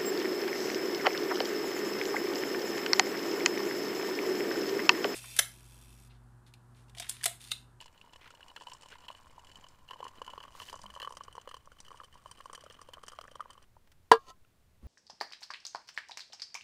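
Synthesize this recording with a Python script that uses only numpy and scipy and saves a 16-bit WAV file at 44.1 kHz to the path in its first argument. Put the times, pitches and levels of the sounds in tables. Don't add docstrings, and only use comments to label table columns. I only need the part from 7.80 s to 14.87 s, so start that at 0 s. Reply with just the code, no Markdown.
import sys
import numpy as np
from scipy import signal
from scipy.fft import rfft, irfft, next_fast_len
from scipy.io import wavfile
from scipy.ndimage import uniform_filter1d

SR = 44100
rng = np.random.default_rng(int(sys.argv[2]) if len(sys.argv) > 2 else 0)


def put_to_file(sound):
    columns = np.atleast_2d(sound).T
    safe = np.clip(columns, -1, 1)
    whole_steps = np.round(safe * 32767)
    wavfile.write(sys.argv[1], SR, whole_steps.astype(np.int16))


def volts_from_db(level):
    exponent = np.asarray(level, float) / 20
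    return 10 ** exponent


N = 311787

# (time [s], bubble level [dB], bubble pitch [Hz], gulp level [dB])
PLOPS = [(0.872, -40, 920, -58), (0.922, -42.5, 954, -59), (1.304, -36.5, 990, -46.5),
         (2.113, -38, 1000, -51), (2.206, -36.5, 885, -41), (2.23, -32.5, 1020, -48),
         (2.254, -37, 1000, -47), (2.268, -37, 1040, -49), (2.419, -31.5, 1023, -40), (2.48, -37, 970, -56),
         (2.537, -37.5, 945, -44.5), (2.58, -35, 1060, -44.5), (2.931, -37.5, 960, -46.5),
         (2.943, -36.5, 1050, -44.5), (3.165, -37.5, 1090, -47), (3.229, -36.5, 1130, -44.5),
         (3.249, -36, 1080, -55), (3.276, -30, 1105, -45.5), (3.41, -35, 1104, -50),
         (3.582, -34, 966, -44.5), (3.677, -35, 1070, -39), (4.203, -38.5, 1190, -55),
         (4.461, -38.5, 1050, -49), (4.659, -37.5, 1050, -51.5), (4.7, -39.5, 1110, -50),
         (4.734, -39, 1100, -49), (5.238, -39, 1175, -46.5), (5.39, -33.5, 1140, -39.5),
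         (5.558, -38.5, 1090, -47), (5.607, -29, 1197, -54)]
# (time [s], bubble level [dB], bubble pitch [Hz])
PLIPS = [(0.463, -47.5, 1350), (0.609, -48, 1580), (0.776, -45, 1320), (0.813, -43, 960), (1.12, -48, 1570),
         (1.582, -42.5, 950), (2.135, -42.5, 1000), (2.803, -40.5, 1120), (2.821, -41.5, 990),
         (2.962, -41.5, 1050), (3.042, -41, 1010), (3.059, -41, 1030), (3.174, -39.5, 990),
         (3.309, -38.5, 985), (3.372, -40, 1114), (3.484, -39, 1096), (3.744, -38.5, 1060),
         (3.876, -44.5, 1100), (3.92, -46, 1380), (4.118, -41, 1100), (4.606, -43, 1110), (4.78, -43, 1130),
         (4.865, -44.5, 1230), (5.018, -43, 1120), (5.136, -46, 970), (5.183, -44, 1140),
         (5.285, -45.5, 1170), (5.415, -41.5, 1230), (5.703, -45, 1050), (5.969, -50.5, 905)]
BEADS = [(0.014, -49, 920), (0.025, -54, 1030), (0.06, -48.5, 960), (0.36, -48, 1040), (0.508, -47.5, 1340),
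         (0.541, -49.5, 990), (0.822, -43.5, 950), (0.885, -46, 970), (1.061, -47, 950), (1.129, -44, 1500),
         (1.241, -52, 940), (1.286, -47, 950), (1.595, -53, 920), (1.846, -48.5, 1060), (2.142, -48, 1070),
         (2.161, -46, 950), (2.466, -55, 950), (2.496, -44, 970), (2.605, -46, 1140), (2.613, -45.5, 970),
         (2.64, -44, 1100), (2.653, -44, 1050), (2.682, -46, 1110), (2.753, -42.5, 1070),
         (2.811, -45.5, 1090), (2.995, -45.5, 960), (3.102, -46, 1050), (3.141, -46, 1060),
         (3.209, -40, 1060), (3.325, -42, 1040), (3.554, -42, 1035), (3.569, -48, 1090), (3.692, -48, 1120),
         (3.715, -41, 1170), (3.77, -45, 1060), (4.083, -49, 1190), (4.108, -44.5, 1110),
         (4.146, -45.5, 950), (4.216, -44, 1040), (4.238, -46, 1110), (4.357, -47, 1010),
         (4.516, -47.5, 990), (4.75, -44, 1660), (4.909, -49, 1130), (4.994, -45.5, 1110),
         (5.089, -46.5, 970), (5.173, -46.5, 1070), (5.322, -45, 1250), (5.335, -42.5, 1200),
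         (5.442, -44, 1120), (5.454, -44, 1200), (5.482, -43, 1700), (5.598, -41, 980), (5.626, -48, 1140),
         (5.659, -44, 990), (5.713, -51, 1200), (5.755, -53.5, 1110), (5.78, -47, 1100)]
SPECKS = [(0.244, -53, 935), (0.276, -51, 940), (0.335, -51.5, 945), (0.644, -58, 940), (0.95, -48, 1020),
          (1.035, -50.5, 960), (1.35, -50.5, 1060), (3.191, -50, 1060), (3.269, -45, 1160),
          (3.296, -49, 1090), (3.34, -48, 980), (6.65, -62.5, 1350), (6.651, -62, 2600)]
# (time [s], gulp level [dB])
GULPS = [(4.84, -45.5), (4.867, -48.5), (4.903, -49), (5.09, -45.5), (5.172, -50), (5.518, -49)]
GULP_HZ, GULP_WIDTH_HZ = 525, 157
GULP_BELOW_DB, GULP_SPREAD_DB = -9, -4
TURNS_PER_DB = 0.2648
TORN_DB = -10

# (time [s], wall ring [dB], spray [dB])
SPLASHES = [(0.005, -38.5, -56), (0.764, -27, -46), (0.871, -34.5, -49), (0.918, -39.5, -50),
            (1.104, -42.5, -47), (1.285, -33, -46), (1.758, -37.5, -49), (1.842, -41, -54),
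            (2.11, -37, -61), (2.243, -41.5, -42), (2.282, -41, -43), (2.419, -44, -48),
            (2.466, -41.5, -45.5), (2.48, -37, -63), (2.639, -38.5, -52), (2.802, -34.5, -53),
            (2.833, -41, -44.5), (2.887, -33, -64), (2.899, -33.5, -38.5), (3.064, -37, -60),
            (3.104, -39, -48), (3.202, -33, -48), (3.229, -29.5, -59), (3.25, -33, -54), (3.714, -39, -50),
            (3.744, -38, -48), (4.61, -38, -59), (4.751, -36, -37), (5.137, -31.5, -45.5),
            (5.414, -37.5, -44)]
SPRAYS = [(0.06, -44.5, -44.5), (0.506, -47, -46), (0.822, -45.5, -45), (0.899, -46, -43),
          (0.935, -54, -36), (1.033, -44.5, -46.5), (1.087, -47, -46), (1.887, -56, -47),
          (2.503, -38.5, -47), (2.819, -34.5, -44), (2.929, -49, -38), (3.017, -75, -39),
          (3.153, -39.5, -47), (3.325, -46, -43.5), (3.371, -41.5, -38.5), (3.437, -54, -41.5),
          (3.554, -45, -48.5), (3.768, -43.5, -47), (4.004, -67, -37.5), (4.084, -43, -50.5),
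          (4.514, -42, -37.5), (4.658, -70, -47.5), (4.731, -62, -38.5), (4.84, -48, -45.5),
          (5.016, -51.5, -42.5), (5.234, -43, -44), (5.283, -37, -31.5), (5.32, -44.5, -44.5),
          (5.556, -51, -46), (5.608, -53, -46.5)]
DABS = [(0.012, -40.5, -38.5), (0.178, -50, -58), (0.215, -45, -53.5), (0.334, -44.5, -48.5),
        (0.361, -42, -49.5), (0.55, -46.5, -50.5), (0.683, -45.5, -47.5), (1.023, -50, -43.5),
        (1.314, -42, -57), (1.351, -42.5, -68), (1.717, -43, -47.5), (2.135, -39.5, -51.5),
        (2.448, -44, -48), (2.605, -38.5, -56), (3.692, -41, -45), (3.22, -29, -61), (3.528, -44.5, -49),
        (3.615, -48, -48), (3.677, -56, -79), (4.051, -44, -50), (4.245, -45, -49.5), (4.478, -52, -52),
        (4.809, -42, -49), (4.91, -41, -60), (4.925, -52, -45.5), (5.089, -46.5, -51.5), (5.266, -70, -46),
        (5.515, -45, -49.5), (5.706, -41, -44), (5.733, -48, -49.5)]
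# (time [s], wall ring [dB], spray [dB])
EARLY_SPITS = [(0.025, -46.5, -59), (0.044, -54, -50), (0.081, -52, -56), (0.128, -74, -56),
               (0.46, -53, -64), (0.513, -56, -64), (0.608, -50, -59), (0.63, -47, -74),
               (0.701, -49.5, -66), (0.781, -52, -57), (0.802, -50, -52), (0.811, -48, -55),
               (0.836, -52, -48), (0.885, -49, -45), (0.951, -51.5, -50), (0.969, -56, -56),
               (1.012, -55, -46), (1.06, -50, -51), (1.122, -43, -55), (1.135, -50, -64), (1.185, -53, -53),
               (1.206, -57, -52), (1.221, -54, -58), (1.241, -49, -62), (1.253, -52, -55),
               (1.327, -52, -51), (1.373, -49, -57), (1.384, -54, -58), (1.594, -55, -52),
               (1.648, -58, -49.5), (1.671, -48, -52), (1.696, -52, -53), (1.772, -53, -50),
               (1.812, -58, -52), (1.868, -51, -60), (2.081, -53, -59), (2.089, -43, -61),
               (2.143, -53, -70), (2.193, -50, -65), (2.356, -57, -53), (2.515, -54, -65), (2.63, -42, -53),
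               (2.653, -59, -64), (2.683, -52.5, -68), (2.724, -53, -57)]
LATE_SPITS = [(2.742, -53, -63), (2.75, -53, -62), (2.863, -47, -55), (2.956, -64, -41), (2.974, -53, -49),
              (2.992, -49, -48), (3.036, -46, -42.5), (3.141, -50, -43.5), (3.177, -52, -55),
              (3.294, -63, -50), (3.307, -52, -47.5), (3.352, -56, -49), (3.381, -63, -58),
              (3.449, -68, -54), (3.482, -47, -65), (3.568, -55, -56), (3.6, -53, -58), (3.858, -62, -52),
              (3.919, -57, -54.5), (3.988, -50, -58), (4.065, -49, -62), (4.107, -50, -62),
              (4.117, -57, -57), (4.159, -56, -62), (4.174, -50, -49.5), (4.237, -47, -59),
              (4.328, -53, -57), (4.343, -57, -50.5), (4.378, -52, -60), (4.575, -51, -52),
              (4.591, -64, -49.5), (4.641, -64, -54), (4.778, -53, -52), (4.865, -50, -63),
              (4.902, -46, -62), (4.945, -52, -60), (4.992, -58.5, -58), (5.028, -63, -54),
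              (5.075, -59, -62), (5.301, -48, -60), (5.334, -66, -54), (5.352, -61, -57), (5.363, -51, -56),
              (5.442, -58, -53), (5.476, -74, -50.5), (5.779, -53, -65), (5.827, -61, -52)]
SPIT_RING_DB = 3
SLAP_DB, SLAP_SPRAY_DB = -2, -18

# (time [s], patter level [dB], fizz level [dB])
FLOW = [(0, -68, -74.5), (1.25, -64, -68), (1.85, -64, -69), (2.03, -69.5, -74), (2.2, -60.5, -71.5),
        (3.2, -65.5, -67), (3.75, -68, -87), (3.85, -73, -80), (4.2, -65, -66.5), (4.29, -71, -81),
        (4.45, -66, -69), (5.6, -66.5, -82), (5.85, -71.5, -82)]
# (time [s], length [s], level [dB], centre [Hz], width [Hz])
SHEETS = [
    (0.0, 0.043, -63.5, 4030, 4880),
    (0.392, 0.12, -57.5, 2050, 2080),
    (1.09, 0.093, -57.5, 1820, 2280),
    (2.713, 0.24, -57.5, 4100, 9000),
]
# (time [s], level [dB], centre [Hz], length [s])
DRIPS = [
    (6.073, -65, 1440, 0.0053),
    (6.117, -60, 2000, 0.0058),
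]

# (time [s], column pitch [Hz], main wall tone [Hz])
COLUMN = [(0, 950, 2975), (2, 1020, 2995), (4, 1110, 3040), (6.2, 1190, 3100)]
# (pitch [Hz], width [Hz], level [dB])
WALL = [(1656, 167, -9.5), (3080, 530, -16), (4080, 310, -3.5), (2700, 224, 0), (1760, 69, -19.5),
        (3410, 180, -6)]
MUTE_DB_PER_S = -2.3
# (pitch [Hz], width [Hz], level [dB])
EMPTY_RIM = [(4470, 180, -3), (5370, 230, 3), (7260, 580, -2.5), (8730, 300, 3)]
FULL_RIM = [(4810, 190, -3), (5830, 400, 2.5), (7120, 280, -1), (7080, 150, 4.5), (8790, 630, 0.5)]
# (frequency [Hz], density [dB per Hz])
SPRAY = [(1000, -1), (2000, -8.5), (6000, -9), (9500, -12), (12000, -22), (16000, -38)]
PATTER = [(130, -16), (250, -5), (2000, -18), (3000, -13), (7000, -48)]

# (frequency [Hz], density [dB per Hz])
AIR = [(60, -35), (110, -6), (200, -10.5), (500, -15.5), (5500, -28), (15000, -31.5)]
AIR_DB = -73
# (frequency [Hz], density [dB per Hz])
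WIND = [(0, -70), (3.1, -65.5), (3.7, -67), (7.07, -70)]
WIND_SPECTRUM = [(3, 12.5), (12, 11.0), (30, -3.0), (70, 1), (150, -8.0), (300, -27.0), (600, -57.5)]

# (level [dB], pitch [Hz], rise [s], t60 [s])
THUD_TIMES_S = [3.03, 3.03, 7.0285, 7.0275]
THUDS = [
    (-56, 60, 0.018, 0.51),
    (-58, 199, 0.037, 0.23),
    (-41, 61.4, .025, 0.54),
    (-52, 223, 0.0054, 0.077),
]
# (frequency [Hz], density [dB per Hz])
SHUFFLE = [(6.99, -98), (7.03, -57.5), (7.07, -54.5)]
CLOTH = [(100, 12.5), (300, 3), (1800, -14), (5000, -25), (15000, -29)]

# (pitch [Hz], level [dB], t60 [s])
POT = [(1000, 4, 0.022), (454, -3.5, .35), (719, -19, .15), (853, -12, .04), (930, -20, .04),
       (1037, -8, .055), (1185, -13, .12), (1355, -8, .06), (1630, -7, .07), (682, -22, .15),
       (330, -5, .014), (3055, -16, .04), (4540, -16, .035), (1090, -27, .2)]
STAND = [(570, -14, .1), (1310, -16, .05), (1785, -22, .07), (2290, -24, .07), (2815, -24, .07),
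         (3400, -24, .06), (3570, -24, .07), (3930, -25, .07), (4250, -24, .07), (5050, -30, .06)]
LONGEST_TURNS = 330
# (time [s], level [dB])
KNOCKS = [
    (6.3152, -23),
    (6.3162, -17),
    (6.3172, -12),
    (6.3183, -13),
    (6.3375, -28),
    (6.355, -37),
    (6.368, -50),
]
# (frequency [Hz], density [dB per Hz])
CRACK = [(700, -29), (1400, -2), (2100, -31), (3100, -13), (5600, -24), (10800, -31.5), (15500, -55)]
GRIP_S, GRIP_DB, LOW_TONES_HZ = 0.08, -43, 800
PUSH_S, PUSH_DB, LOW_CHATTER = 6.3152, -11, 0.04

# (pitch [Hz], level [dB], t60 [s])
RIM = [(754, -12, .06), (1040, -7, .1), (1310, -6, .06), (1930, -17, .04), (3060, -10, .022),
       (3630, -13, .025), (4640, -15, .022), (6470, -11, .008)]
# (time [s], level [dB])
SCRAPE = [(6.39, -59.5), (6.45, -59), (6.466, -54.5), (6.485, -46), (6.502, -43), (6.51, -48), (6.52, -57)]
# (time [s], level [dB])
TICKS = [(6.5018, -24), (6.5029, -22)]


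def evened(x):
    return x / np.sqrt(np.mean(x ** 2) + 1e-20)


def read(points, hz):
    f, value = np.transpose(points)
    return np.interp(np.log(hz + 1), np.log(f + 1), value)


def curve(rows, order=1):
    rows = np.array(rows)
    return np.interp(np.arange(N) / SR, rows[:, 0], rows[:, order])


def level(rows, order=1):
    t = np.arange(N) / SR
    return volts_from_db(curve(rows, order)) * (t > rows[0][0]) * (t <= rows[-1][0])


def add(mix, s, sound):
    part = mix[round(s * SR):][:len(sound)]
    part += sound[:len(part)]


def colour(x, points):
    size = next_fast_len(len(x))
    gain = volts_from_db(read(points, np.fft.rfftfreq(size, 1 / SR)))
    return evened(irfft(rfft(x, size) * gain, size)[:len(x)])


def resonate(x, hz, width):
    r = np.exp(-np.pi * width / SR)
    if np.isscalar(hz):
        return signal.lfilter([1], [1, -r * np.exp(2j * np.pi * hz / SR)], x).real
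    turn = np.exp(2j * np.pi * np.cumsum(hz) / SR)
    return (turn * signal.lfilter([1], [1, -r], x / turn)).real


def struck(x, modes):
    t = np.arange(SR // 5) / SR
    ring = np.zeros(len(t))
    for hz, db, t60 in modes:
        decay_s = min(t60, LONGEST_TURNS / hz)
        ring += volts_from_db(db - 60 * t / decay_s) * np.sin(2 * np.pi * hz * t)
    return signal.oaconvolve(x, ring)[:len(x)]


def puff(t, rise, fall):
    shape = (1 - np.exp(-t / rise)) * np.exp(-t / fall)
    return shape / shape.max()


def droplets(per_s, spread_db, fall):
    size = volts_from_db(spread_db * np.minimum(rng.exponential(1, N), 4)) * (rng.random(N) < per_s / SR)
    bursts = signal.oaconvolve(size, puff(np.arange(600) / SR, 0.00026, fall))[:N]
    return evened(bursts * rng.standard_normal(N))


def wall(x):
    muted = x * volts_from_db(MUTE_DB_PER_S * np.arange(N) / SR)
    sides = np.zeros(N)
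    for k, (hz, width, db) in enumerate(WALL):
        drive = muted if hz > 2 * COLUMN[-1][1] else x
        sides += (-1) ** k * volts_from_db(db) * resonate(drive, hz, width)
    drift = uniform_filter1d(uniform_filter1d(rng.standard_normal(N), 600), 600)
    slosh = 1 + 0.0055 * evened(drift)
    return sides + resonate(x, curve(COLUMN, order=2) * slosh, 100)


def rim(x):
    full = np.clip((np.arange(N) / SR - 1.5) / 1.94, 0, 1)

    def ring(tones):
        return sum((-1) ** k * volts_from_db(db) * width / SR * resonate(x, hz, width)
                   for k, (hz, width, db) in enumerate(tones))

    return 0.426 * x + 6.8 * (np.sqrt(1 - full) * ring(EMPTY_RIM) + np.sqrt(full) * ring(FULL_RIM))


def gurgle():
    t, out = np.arange(500) / SR, np.zeros(N)
    for hz in np.geomspace(420, 2600, num=14):
        size = volts_from_db(2.9 * np.minimum(rng.exponential(1, N), 4)) * (rng.random(N) < 22 / SR)
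        bubble = puff(t, 0.0008, 21.0 / hz) * np.sin(2 * np.pi * hz * (t + 18 * t ** 2))
        out += signal.oaconvolve(size, bubble)[:N]
    return evened(out)


def stream():
    drops = droplets(per_s=220, spread_db=5.0, fall=0.0018)
    column_drops = droplets(per_s=400, spread_db=3, fall=0.0011)
    column = evened(resonate(column_drops, curve(COLUMN), 150))
    patter = 1.48 * column + 0.56 * evened(wall(drops)) + 0.82 * colour(drops, PATTER) + 0.68 * gurgle()
    fizz = rim(colour(droplets(per_s=370, spread_db=-2.0, fall=0.0021), SPRAY))
    return volts_from_db(1.0) * level(FLOW) * evened(patter) + volts_from_db(-3.5) * level(FLOW, order=2) * evened(fizz)


def sheets():
    out, spatter = np.zeros(N), droplets(per_s=1100, spread_db=3.5, fall=0.002)
    for s, length, db, hz, width in SHEETS:
        part = spatter[round(s * SR):][:round(length * SR)]
        band = resonate(resonate(part, hz, width), hz, width)
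        add(out, s, volts_from_db(db) * evened(band) * signal.windows.tukey(len(part), 0.7))
    for s, db, hz, length in DRIPS:
        hiss = evened(resonate(rng.standard_normal(900), hz, hz))
        add(out, s, volts_from_db(db) * hiss * puff(np.arange(900) / SR, 0.0008, length))
    return out


def splashes(hits):
    t, drive, coarse, fine = np.arange(700) / SR, np.zeros(N), np.zeros(N), np.zeros(N)
    wall_hz = (COLUMN[1][2], WALL[0][0])
    luck, grit = rng.random((len(hits), 3)), rng.standard_normal((len(hits), 700))
    for (s, ring_db, spray_db), (long, tail, mist), noise in zip(hits, luck, grit):
        burst = noise * puff(t, 0.000085, 0.0012 + 0.0064 * long)
        pull = max(abs(burst @ np.exp(2j * np.pi * hz * t)) for hz in wall_hz)
        burst = burst / (0.8 * pull + 0.5 * np.linalg.norm(burst))
        add(drive, max(s - 0.0022, 0), volts_from_db(ring_db - 0.5) * burst)
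        tick = puff(t, 0.00015, 0.00061)
        hiss = volts_from_db(spray_db - 6.0) * (tick + 0.5 * puff(t, 0.00088, 0.0048 + 0.0013 * tail))
        add(coarse, max(s - 0.0012, 0), hiss * np.cos(mist * np.pi / 2))
        add(fine, max(s - 0.0012, 0), hiss * np.sin(mist * np.pi / 2))
    noise = colour(rng.standard_normal(N), SPRAY)
    spray = coarse * evened(resonate(noise, 5980, 2900)) + fine * evened(resonate(noise, 12500, 7500))
    return wall(drive) + 0.32 * resonate(drive, curve(COLUMN), 210) + rim(spray)


def plops(blobs):
    t, bubbles, gulps = np.arange(900) / SR, np.zeros(N), np.zeros(N)
    luck = rng.random((len(blobs), 4))
    for (s, db, hz, gulp_db), (turn, size, pitch, glide) in zip(blobs, luck):
        fall = (0.39 + 0.4 * size + TURNS_PER_DB * max(db - gulp_db, 0)) / hz
        turns = hz * (1.01 * t + (6 * glide - 2) * t ** 2) + turn
        swell = puff(t, 0.0011, fall) * np.exp(-(t / (1.94 * fall)) ** 2)
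        add(bubbles, s - 0.0022, volts_from_db(db) * swell * np.sin(2 * np.pi * turns))
        blip = puff(t, 0.00043, fall / 2) * np.sin(2 * np.pi * (1.26 + 0.5 * size) * turns)
        add(bubbles, s - 0.002, volts_from_db(db + TORN_DB) * glide * blip)
        gulp_turns = GULP_HZ * (0.806 + 0.42 * pitch) * t + size
        gulp = puff(t, 0.012, 0.33 / GULP_WIDTH_HZ) * np.sin(2 * np.pi * gulp_turns)
        add(gulps, s - 0.0025, volts_from_db(gulp_db - 1.5) * gulp)
    return 1.03 * bubbles + gulps + 0.0022 * resonate(bubbles, curve(COLUMN), 280)


def outdoors():
    lumps = volts_from_db(1.5 * evened(uniform_filter1d(rng.standard_normal(N), 3000)))
    wind = evened(colour(rng.standard_normal(N), WIND_SPECTRUM) * lumps)
    hiss = colour(rng.standard_normal(N), AIR)
    return volts_from_db(AIR_DB) * hiss + volts_from_db(curve(WIND) + 5.0) * wind


def thuds():
    t, out = np.arange(9000) / SR, np.zeros(N)
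    for s, (db, hz, rise, t60) in zip(THUD_TIMES_S, THUDS):
        add(out, s, volts_from_db(db) * puff(t, rise, t60 / np.log(1000)) * np.sin(2 * np.pi * hz * t))
    return out + level(SHUFFLE) * colour(rng.standard_normal(N), CLOTH)


def knock():
    push, crack, t = np.zeros(N), np.zeros(N), np.arange(4000) / SR
    grit = rng.standard_normal((len(KNOCKS), len(t)))
    crack_shape = puff(t, 0.0002, 0.0018) + 0.27 * puff(t, 0.0015, 0.006) + 0.01 * puff(t, 0.002, 0.02)
    for (s, db), noise in zip(KNOCKS, grit):
        add(push, s, volts_from_db(db) * ((t == 0) + 0.02 * noise * puff(t, 0.0018, 0.011)))
        add(crack, s - 0.0006, volts_from_db(db - 11) * crack_shape)
    since = np.clip(np.arange(N) / SR - KNOCKS[0][0], 0, 0.1)
    soft = LOW_CHATTER * push
    add(soft, PUSH_S, volts_from_db([PUSH_DB]))
    low_modes = [m for m in POT + STAND if m[0] < LOW_TONES_HZ]
    high_modes = [m for m in POT + STAND if m[0] >= LOW_TONES_HZ]
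    low = struck(soft, low_modes) * volts_from_db(GRIP_DB * (since / GRIP_S) ** 3)
    high = struck(push, high_modes) * volts_from_db(-5 * (since / 0.13) ** 3)
    rings = signal.sosfilt(signal.butter(3, 250, "high", fs=SR, output="sos"), low + high)
    return rings + crack * colour(rng.standard_normal(N), CRACK)


def scrape():
    slide = level(SCRAPE) * droplets(per_s=6900, spread_db=-1.0, fall=0.00023)
    for s, db in TICKS:
        add(slide, s, volts_from_db([db]))
    return 0.038 * struck(slide, RIM) + 0.094 * resonate(resonate(slide, 3700, 5500), 3700, 5500)


def ground(x):
    t = np.arange(2500) / SR
    tail = rng.standard_normal(len(t)) * volts_from_db(-60 * t / 0.0052) * (t > 0.002)
    return x + volts_from_db(-19) * signal.oaconvolve(x, tail / np.linalg.norm(tail))[:N]


def all_blobs():
    light = PLIPS + BEADS + SPECKS
    blobs = list(PLOPS)
    for (s, db, hz), shallow in zip(light, rng.random(len(light))):
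        blobs.append((s, db, hz, db + GULP_BELOW_DB + GULP_SPREAD_DB * shallow))
    return blobs + [(s, db + GULP_SPREAD_DB, 2 * GULP_HZ, db) for s, db in GULPS]


def all_hits():
    slaps = []
    for s, db, _, gulp_db in PLOPS:
        mean_db = (db + gulp_db) / 2
        slaps.append((s, mean_db + SLAP_DB, mean_db + SLAP_SPRAY_DB))
    spits = [(s, ring + SPIT_RING_DB, spray) for s, ring, spray in EARLY_SPITS + LATE_SPITS]
    return SPLASHES + SPRAYS + DABS + slaps + spits


def scene():
    water = stream() + sheets() + splashes(all_hits()) + plops(all_blobs())
    return (ground(water + scrape()) + outdoors() + thuds() + knock())[None]


def roll_off(x):
    return signal.sosfilt(signal.butter(12, 16390, fs=SR, output="sos"), x)


def record(dry):
    limited = np.clip(dry, -0.97, 0.97)
    band = signal.oaconvolve(limited, signal.firwin(255, 15650, fs=SR)[None], "same")
    return roll_off(band)


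dry = scene()
out = record(dry)
put_to_file(out)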